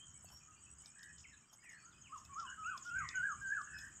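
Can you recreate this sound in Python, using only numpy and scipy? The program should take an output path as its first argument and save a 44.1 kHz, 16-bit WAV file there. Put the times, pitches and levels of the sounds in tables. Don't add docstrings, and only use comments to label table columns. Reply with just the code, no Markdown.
import sys
import numpy as np
from scipy import signal
from scipy.fft import rfft, irfft
from scipy.io import wavfile
from scipy.ndimage import uniform_filter1d

SR = 44100
rng = np.random.default_rng(int(sys.argv[2]) if len(sys.argv) > 2 else 0)


def master(y):
    cut = np.clip(np.atleast_2d(y).T, -1, 1)
    pcm = np.round(cut * 32767)
    wavfile.write(sys.argv[1], SR, pcm.astype(np.int16))


N = 176400

# crest_s, crest_hz, dip_hz, end_hz, crest_db, lead_db, lead_s, fall_s
CALLS = [(2.137, 1296, 1036, 941, -48.5, -64.5, 0.045, 0.045),
         (2.393, 1362, 1070, 972, -45, -56, 0.101, 0.08),
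         (2.693, 1506, 1224, 1016, -40.5, -50, 0.12, 0.074),
         (2.978, 1577, 1367, 1036, -40, -48.5, 0.13, 0.078),
         (3.258, 1654, 1451, 1104, -38.5, -39.5, 0.1167, .083),
         (3.542, 1706, 1528, 1141, -38.5, -44.5, 0.13, 0.074)]
# delay_s, gain_db
TRUNK_ECHOES = [(.011, -15), (.019, -14), (.033, -13), (.058, -18)]
# start_s, length_s, start_hz, middle_hz, end_hz, level_db, trill_depth_hz
SONG_NOTES = [(0, 0.051, 3088, 3152, 3230, -60.5, 0), (0.555, 0.051, 2450, 2400, 2480, -75.5, 0),
              (0.661, 0.034, 2610, 2640, 2660, -69.5, 24), (.312, 0.077, 5430, 5560, 5540, -62.5, 57),
              (0.466, 0.064, 1207, 1260, 1255, -68, -21), (0.955, 0.179, 1664, 1773, 1740, -62.5, 133),
              (1.24, 0.029, 2900, 2165, 2090, -56.5, 16), (1.31, 0.056, 1960, 1695, 1744, -66.5, 10),
              (1.624, 0.18, 1843, 1906, 1612, -61.5, 110.5), (1.638, 0.093, 2650, 2260, 2005, -65, 46),
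              (1.326, 0.03, 3780, 3860, 3620, -71, 212), (1.735, 0.13, 4140, 4470, 4460, -78, 77),
              (1.912, 0.039, 4210, 3330, 2850, -74, 23), (1.821, 0.11, 1235, 1379, 1445, -66.5, 42),
              (2.037, 0.052, 3315, 2750, 2040, -63.5, 12), (2.451, 0.1, 1510, 1520, 1590, -52.5, 101),
              (2.462, 0.04, 3190, 2902, 3110, -57.5, 4), (2.629, 0.06, 2350, 2694, 2860, -59.5, 73),
              (2.691, 0.065, 2474, 2543, 2430, -63, 54), (2.89, 0.071, 2460, 2786, 2750, -65.5, 7),
              (2.954, 0.081, 2320, 2335, 2690, -62.5, 148), (2.993, 0.16, 2100, 1988, 1922, -53.5, 131.5),
              (3.084, 0.1, 2450, 2355, 2264, -61, 155), (3.148, 0.063, 2905, 2910, 2910, -63, 125.5),
              (3.648, 0.25, 1559, 1634, 1726, -55, 150), (3.733, 0.068, 2580, 2555, 2550, -63.5, -4),
              (3.734, 0.101, 5175, 5120, 5140, -64.5, 2)]
# time_s, level_db
CHIP_LEVELS = [(1.37, -62), (1.53, -63), (1.7, -58.5), (2.35, -54.5), (3, -52), (3.3, -51.5), (4, -60)]
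# start_s, level_db
TWITTER_BURSTS = [(-.025, -60), (.057, -59.5), (0.14, -55.5), (.223, -59.5), (0.623, -59.5), (0.7, -57),
                  (0.784, -56.5), (.866, -59), (0.949, -60.5), (1.034, -60.5), (1.127, -62), (1.557, -66),
                  (1.637, -64), (1.72, -63), (1.812, -64.5)]
# time_s, level_db
CHORUS_LEVELS = [(0, -65), (.7, -67.5), (1.27, -64), (1.48, -73), (2.05, -69), (2.5, -64), (2.95, -62.5),
                 (3.45, -60), (4, -61.5)]
# frequency_hz, gain_db
CHORUS_SPECTRUM = [(5600, -45), (6200, 6), (6550, 6.5), (6850, 7), (7350, -5.5), (7900, 0), (8350, -2.5),
                   (8900, -37.5)]
# start_s, click_db, knock_db, snap_db
CRUTCH_TAPS = [(0.2453, -77, -59.5, -56), (.288, -59.5, -77, -88), (0.372, -64, -91, -63),
               (0.859, -49, -78, -65), (.992, -59.5, -90, -82), (1.031, -51.5, -96, -62),
               (1.182, -59, -88, -82), (1.698, -69, -89, -68), (2.251, -57, -73, -63),
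               (2.777, -44.5, -65.5, -63.5), (3.089, -40.5, -75, -73), (3.617, -58, -68.5, -72),
               (3.787, -48.5, -75, -55.5)]
# pitch_hz, level_db, t60_s
SHAFT_MODES = [(3534, -13.5, .08), (3770, -4.5, 0.016), (5300, 4, .016)]
# start_s, length_s, grit_db, rasp_db, rub_db
SHOE_SCUFFS = [(0.223, 0.015, -88, -80, -87), (0.293, 0.073, -71.5, -77, -66.5),
               (0.787, 0.125, -89, -74, -79), (1.513, 0.045, -75, -70, -70.5),
               (1.627, 0.032, -83, -83, -72.5), (1.692, 0.072, -88, -73, -77),
               (2.148, 0.075, -84.5, -69.5, -80), (1.167, 0.092, -96, -68, -93),
               (2.36, 0.089, -99, -62, -68), (2.818, 0.1, -83.5, -63.5, -96.5),
               (3.412, 0.032, -80, -72, -81), (3.79, 0.13, -82, -83, -91)]
# frequency_hz, gain_db
CRACK_SPECTRUM = [(2200, -19), (3200, -9), (5800, -2.5), (6800, 5), (8500, -37)]
GRIT_SPECTRUM = [(3000, -25), (6000, -6), (10000, 12), (13000, 14), (15500, 0)]
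RASP_SPECTRUM = [(2500, -16), (3400, -2.5), (4200, -16.5), (5300, 5), (6200, -0.5), (9000, -58.5)]
RUB_SPECTRUM = [(300, -12), (850, 9), (1500, 4.5), (4000, -32)]
# centre_hz, spread_hz, level_db
FLOCKS = [(2700, 480, -76.5), (5296, 650, -81)]
# frequency_hz, gain_db
FOLIAGE_SPECTRUM = [(35, -4.5), (150, 6), (370, -6), (480, -14), (800, -11.5), (1250, -2.5), (1800, -7.5),
                    (2500, -20), (3050, -6), (3600, -23.5), (4300, -27.5), (5200, -19.5), (8400, -8.5),
                    (9200, -38), (15000, -33)]
AIR_SPECTRUM = [(20, -31.5), (40, -25.5), (70, 3), (105, -6), (150, -7.5), (220, -18.5), (400, -50.5),
                (900, -65.5)]
# time_s, level_db
FOLIAGE_LEVELS = [(0, -69), (1.25, -70.5), (1.48, -72.5), (2.1, -68.5), (3, -65), (4, -66.5)]
AIR_LEVELS = [(0, -69.5), (.75, -65.5), (.9, -81), (1.27, -66), (1.48, -89), (1.9, -74.5), (2.08, -71.5),
              (2.4, -72), (2.88, -75), (2.98, -54), (3.15, -65), (3.7, -67), (4, -69)]


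def whistler(lift_hz=77.4, falter_db=-9, fall_db=-6.5):
    out, t = np.zeros(N), np.arange(N) / SR
    waver = 1 + 0.0109 * walk(81)
    pitch_stages = [-1, -.8, -.55, -.35, -.06, .1, .45, 1]
    gain_stages = [-1.03, -.85, -.42, -.15, .1, .27, .45, .75, 1.15]
    for crest_s, crest_hz, dip_hz, end_hz, crest_db, lead_db, lead_s, fall_s in CALLS:
        stage = (t - crest_s) / np.where(t < crest_s, lead_s, fall_s)
        lead_pitches = [dip_hz + lift_hz / 2, dip_hz + lift_hz, dip_hz, dip_hz + 35]
        arch_pitches = [crest_hz, crest_hz, (crest_hz + end_hz) / 2 + 20, end_hz]
        pitch = np.interp(stage, pitch_stages, lead_pitches + arch_pitches)
        pitch = uniform_filter1d(pitch, size=600) * waver
        lead_gains = undb([lead_db, lead_db + falter_db / 10])
        arch_gains = undb(crest_db) * undb([0, 0, falter_db, fall_db / 2, fall_db])
        envelope = np.interp(stage, gain_stages, [0, *lead_gains, *arch_gains, 0])
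        out += np.sqrt(2) * envelope * np.sin(phase_of(pitch))
    out *= undb(1.7 * walk(85))
    echoes = sum(undb(db) * np.interp(t - delay, t, out) for delay, db in TRUNK_ECHOES)
    return trees(out, wet_db=-9.5) + echoes


def songbirds():
    out = np.zeros(N)
    for start, length, *pitches, db, depth_hz in SONG_NOTES:
        add(out, start, undb(db) * note(length, pitches, depth_hz))
    return trees(out, wet_db=-4)


def chipping_bird(first_s=1.365, gap_s=.1605):
    out = np.zeros(N)
    for k in range(17):
        start = first_s + gap_s * k + .00013 * k ** 2
        db = np.interp(start, *np.array(CHIP_LEVELS).T)
        top_hz = 7100 + 70 * rng.standard_normal()
        add(out, start, undb(db) * chirp(.02, top_hz, end_hz=6157))
    return trees(out * undb(3 * walk(200)), wet_db=-6)


def twittering_bird(gap_s=.011):
    out = np.zeros(N)
    for start, db in TWITTER_BURSTS:
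        for k, chance in enumerate(rng.standard_normal(4)):
            pulse = chirp(.0086, 8296 + 60 * chance, end_hz=7520)
            add(out, start + k * gap_s, undb(db + chance) * pulse)
    return trees(out, wet_db=-16)


def chorus(runs=100, gap_s=.011):
    out = np.zeros(N)
    for i, (when, pitch, pace) in enumerate(rng.uniform(-0.83, 1, (runs, 3))):
        run_start = (i + when / 2 - 1) * N / SR / (runs - 1)
        for k, (detune, strength) in enumerate(rng.uniform(-1.003, 1, (4, 2))):
            top_hz = 8150 + 200 * pitch + 380 * detune
            start = run_start + k * gap_s * (1 + .15 * pace)
            add(out, start, undb(4 * strength) * chirp(.014, top_hz, top_hz - 1700))
    shimmer = unit(trees(out, wet_db=-6)) + rng.standard_normal(N) / 4
    return colour(shimmer, CHORUS_SPECTRUM) * curve(CHORUS_LEVELS)


def crutch(contact_s=.0006, crack_s=.0011, crunch_rise_s=.005, crunch_decay_s=.02, knock_hz=700):
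    out, t = np.zeros(N), np.arange(-SR // 20, SR // 10) / SR
    after = np.maximum(t, 0)
    contact = np.sin(np.pi / 2 * np.minimum(after / contact_s, 1)) ** 2
    blow = contact * np.exp(-after / crack_s)
    crunch = undb(-16) * np.exp(np.minimum(t / crunch_rise_s, -t / crunch_decay_s))
    knock = 2 * np.sin(2 * np.pi * knock_hz * after) * np.exp(-after / 0.0029)
    for start, click_db, knock_db, snap_db in CRUTCH_TAPS:
        ring = np.zeros(len(t))
        for hz, db, t60 in SHAFT_MODES:
            mode_hz = hz * (1 + 0.051 * rng.standard_normal())
            ring += undb(db - 60 * after / t60) * np.sin(2 * np.pi * (mode_hz * t + rng.random()))
        crack, snap = (blow * colour(rng.standard_normal(len(t)), spectrum)
                       + crunch * colour(grit(len(t)), spectrum)
                       for spectrum in (CRACK_SPECTRUM, GRIT_SPECTRUM))
        click = contact * ring + crack
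        add(out, start + t[0], undb(click_db) * click + undb(snap_db) * snap + undb(knock_db) * knock)
    return trees(out, wet_db=-23.5)


def shoe():
    out, t = np.zeros(N), np.arange(N) / SR
    catches = undb(5.5 * np.tanh(walk(220)))
    layers = [colour(grit(N) * catches, spectrum)
              for spectrum in (GRIT_SPECTRUM, RASP_SPECTRUM, RUB_SPECTRUM)]
    for start, length, *levels_db in SHOE_SCUFFS:
        envelope = np.sin(np.pi * np.clip((t - start) / length, 0, 1))
        out += envelope * sum(undb(db) * layer for db, layer in zip(levels_db, layers))
    return trees(out, wet_db=-16)


def far_flocks(notes=60):
    out = np.zeros(N)
    for centre_hz, spread_hz, db in FLOCKS:
        flock = np.zeros(N)
        for i, (when, span, depth, *contour) in enumerate(rng.random((notes, 6))):
            base_hz = centre_hz + spread_hz * (2 * contour[0] - 1)
            pitches = base_hz + spread_hz / 2 * (np.array(contour) - .5)
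            add(flock, (i - when) * N / SR / notes, note(.02 + .04 * span, pitches, 100 * depth))
        out += undb(db) * unit(trees(flock, wet_db=-4))
    return out


def foliage():
    rustle = colour(rng.standard_normal(N), FOLIAGE_SPECTRUM)
    return rustle * curve(FOLIAGE_LEVELS) * undb(0.092 * walk(30))


def air(gust_db=4):
    gusts = rng.standard_normal(N) * undb(gust_db * walk(5.8))
    return colour(gusts, AIR_SPECTRUM) * curve(AIR_LEVELS)


def trees(x, wet_db, t60_s=.35):
    t = np.arange(SR) / SR
    tail = rng.standard_normal(SR) * undb(-60 * t / t60_s) * (1 - np.exp(-t / 0.0018))
    return x + undb(wet_db) * signal.fftconvolve(x, tail / np.linalg.norm(tail))[:N]


def note(length_s, pitches, depth_hz, trill_hz=69.77, rasp_db=3.2):
    t = np.arange(int(length_s * SR)) / SR
    waver, rasp = (np.interp(t * 300, np.arange(100), row) for row in rng.standard_normal((2, 100)))
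    trill = np.sin(phase_of(trill_hz * (1 + rasp / 5)))
    slur = np.polyval(np.polyfit([0, .5, 1], pitches, 2), t / length_s)
    pitch = (slur + depth_hz * trill) * (1 + .011 * waver)
    envelope = np.sin(np.pi * t / length_s) ** .5 * undb(rasp_db * rasp)
    return np.sqrt(2) * envelope * np.sin(phase_of(pitch))


def chirp(length_s, top_hz, end_hz):
    progress = np.linspace(0, 1, int(length_s * SR))
    pitch = top_hz + (end_hz - top_hz) * progress ** 1.31
    return np.sqrt(2) * np.sin(np.pi * progress) * np.sin(phase_of(pitch))


def grit(size, spread_db=8):
    return rng.standard_normal(size) * undb(spread_db * rng.standard_normal(size))


def undb(db):
    return 10 ** (np.asarray(db) / 20)


def unit(x):
    return x / np.sqrt(np.mean(x ** 2) + 1e-20)


def curve(rows):
    return undb(np.interp(np.arange(N) / SR, *np.array(rows).T))


def colour(x, spectrum):
    hz, db = np.array(spectrum).T
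    f = np.maximum(np.fft.rfftfreq(len(x), 1 / SR), 1)
    gain = undb(np.interp(np.log(f), np.log(hz), db))
    return unit(irfft(rfft(x) * gain, len(x)))


def walk(rate_hz):
    f = np.fft.rfftfreq(N, 1 / SR)
    return unit(irfft(rfft(rng.standard_normal(N)) * np.exp(-(f / rate_hz) ** 2), N))


def add(out, start_s, x):
    i = int(start_s * SR)
    a, b = max(i, 0), min(i + len(x), N)
    if b > a:
        out[a:b] += x[a - i:b - i]


def phase_of(hz):
    return 2 * np.pi * np.cumsum(hz) / SR


def scene():
    birds = whistler() + songbirds() + far_flocks() + chipping_bird() + twittering_bird() + chorus()
    return (birds + crutch() + shoe() + foliage() + air())[None]


def record(dry):
    cutoff_hz = 15600
    return signal.sosfilt(signal.ellip(8, .2, 70, cutoff_hz, fs=SR, output="sos"), dry)


dry = scene()
out = record(dry)
master(out)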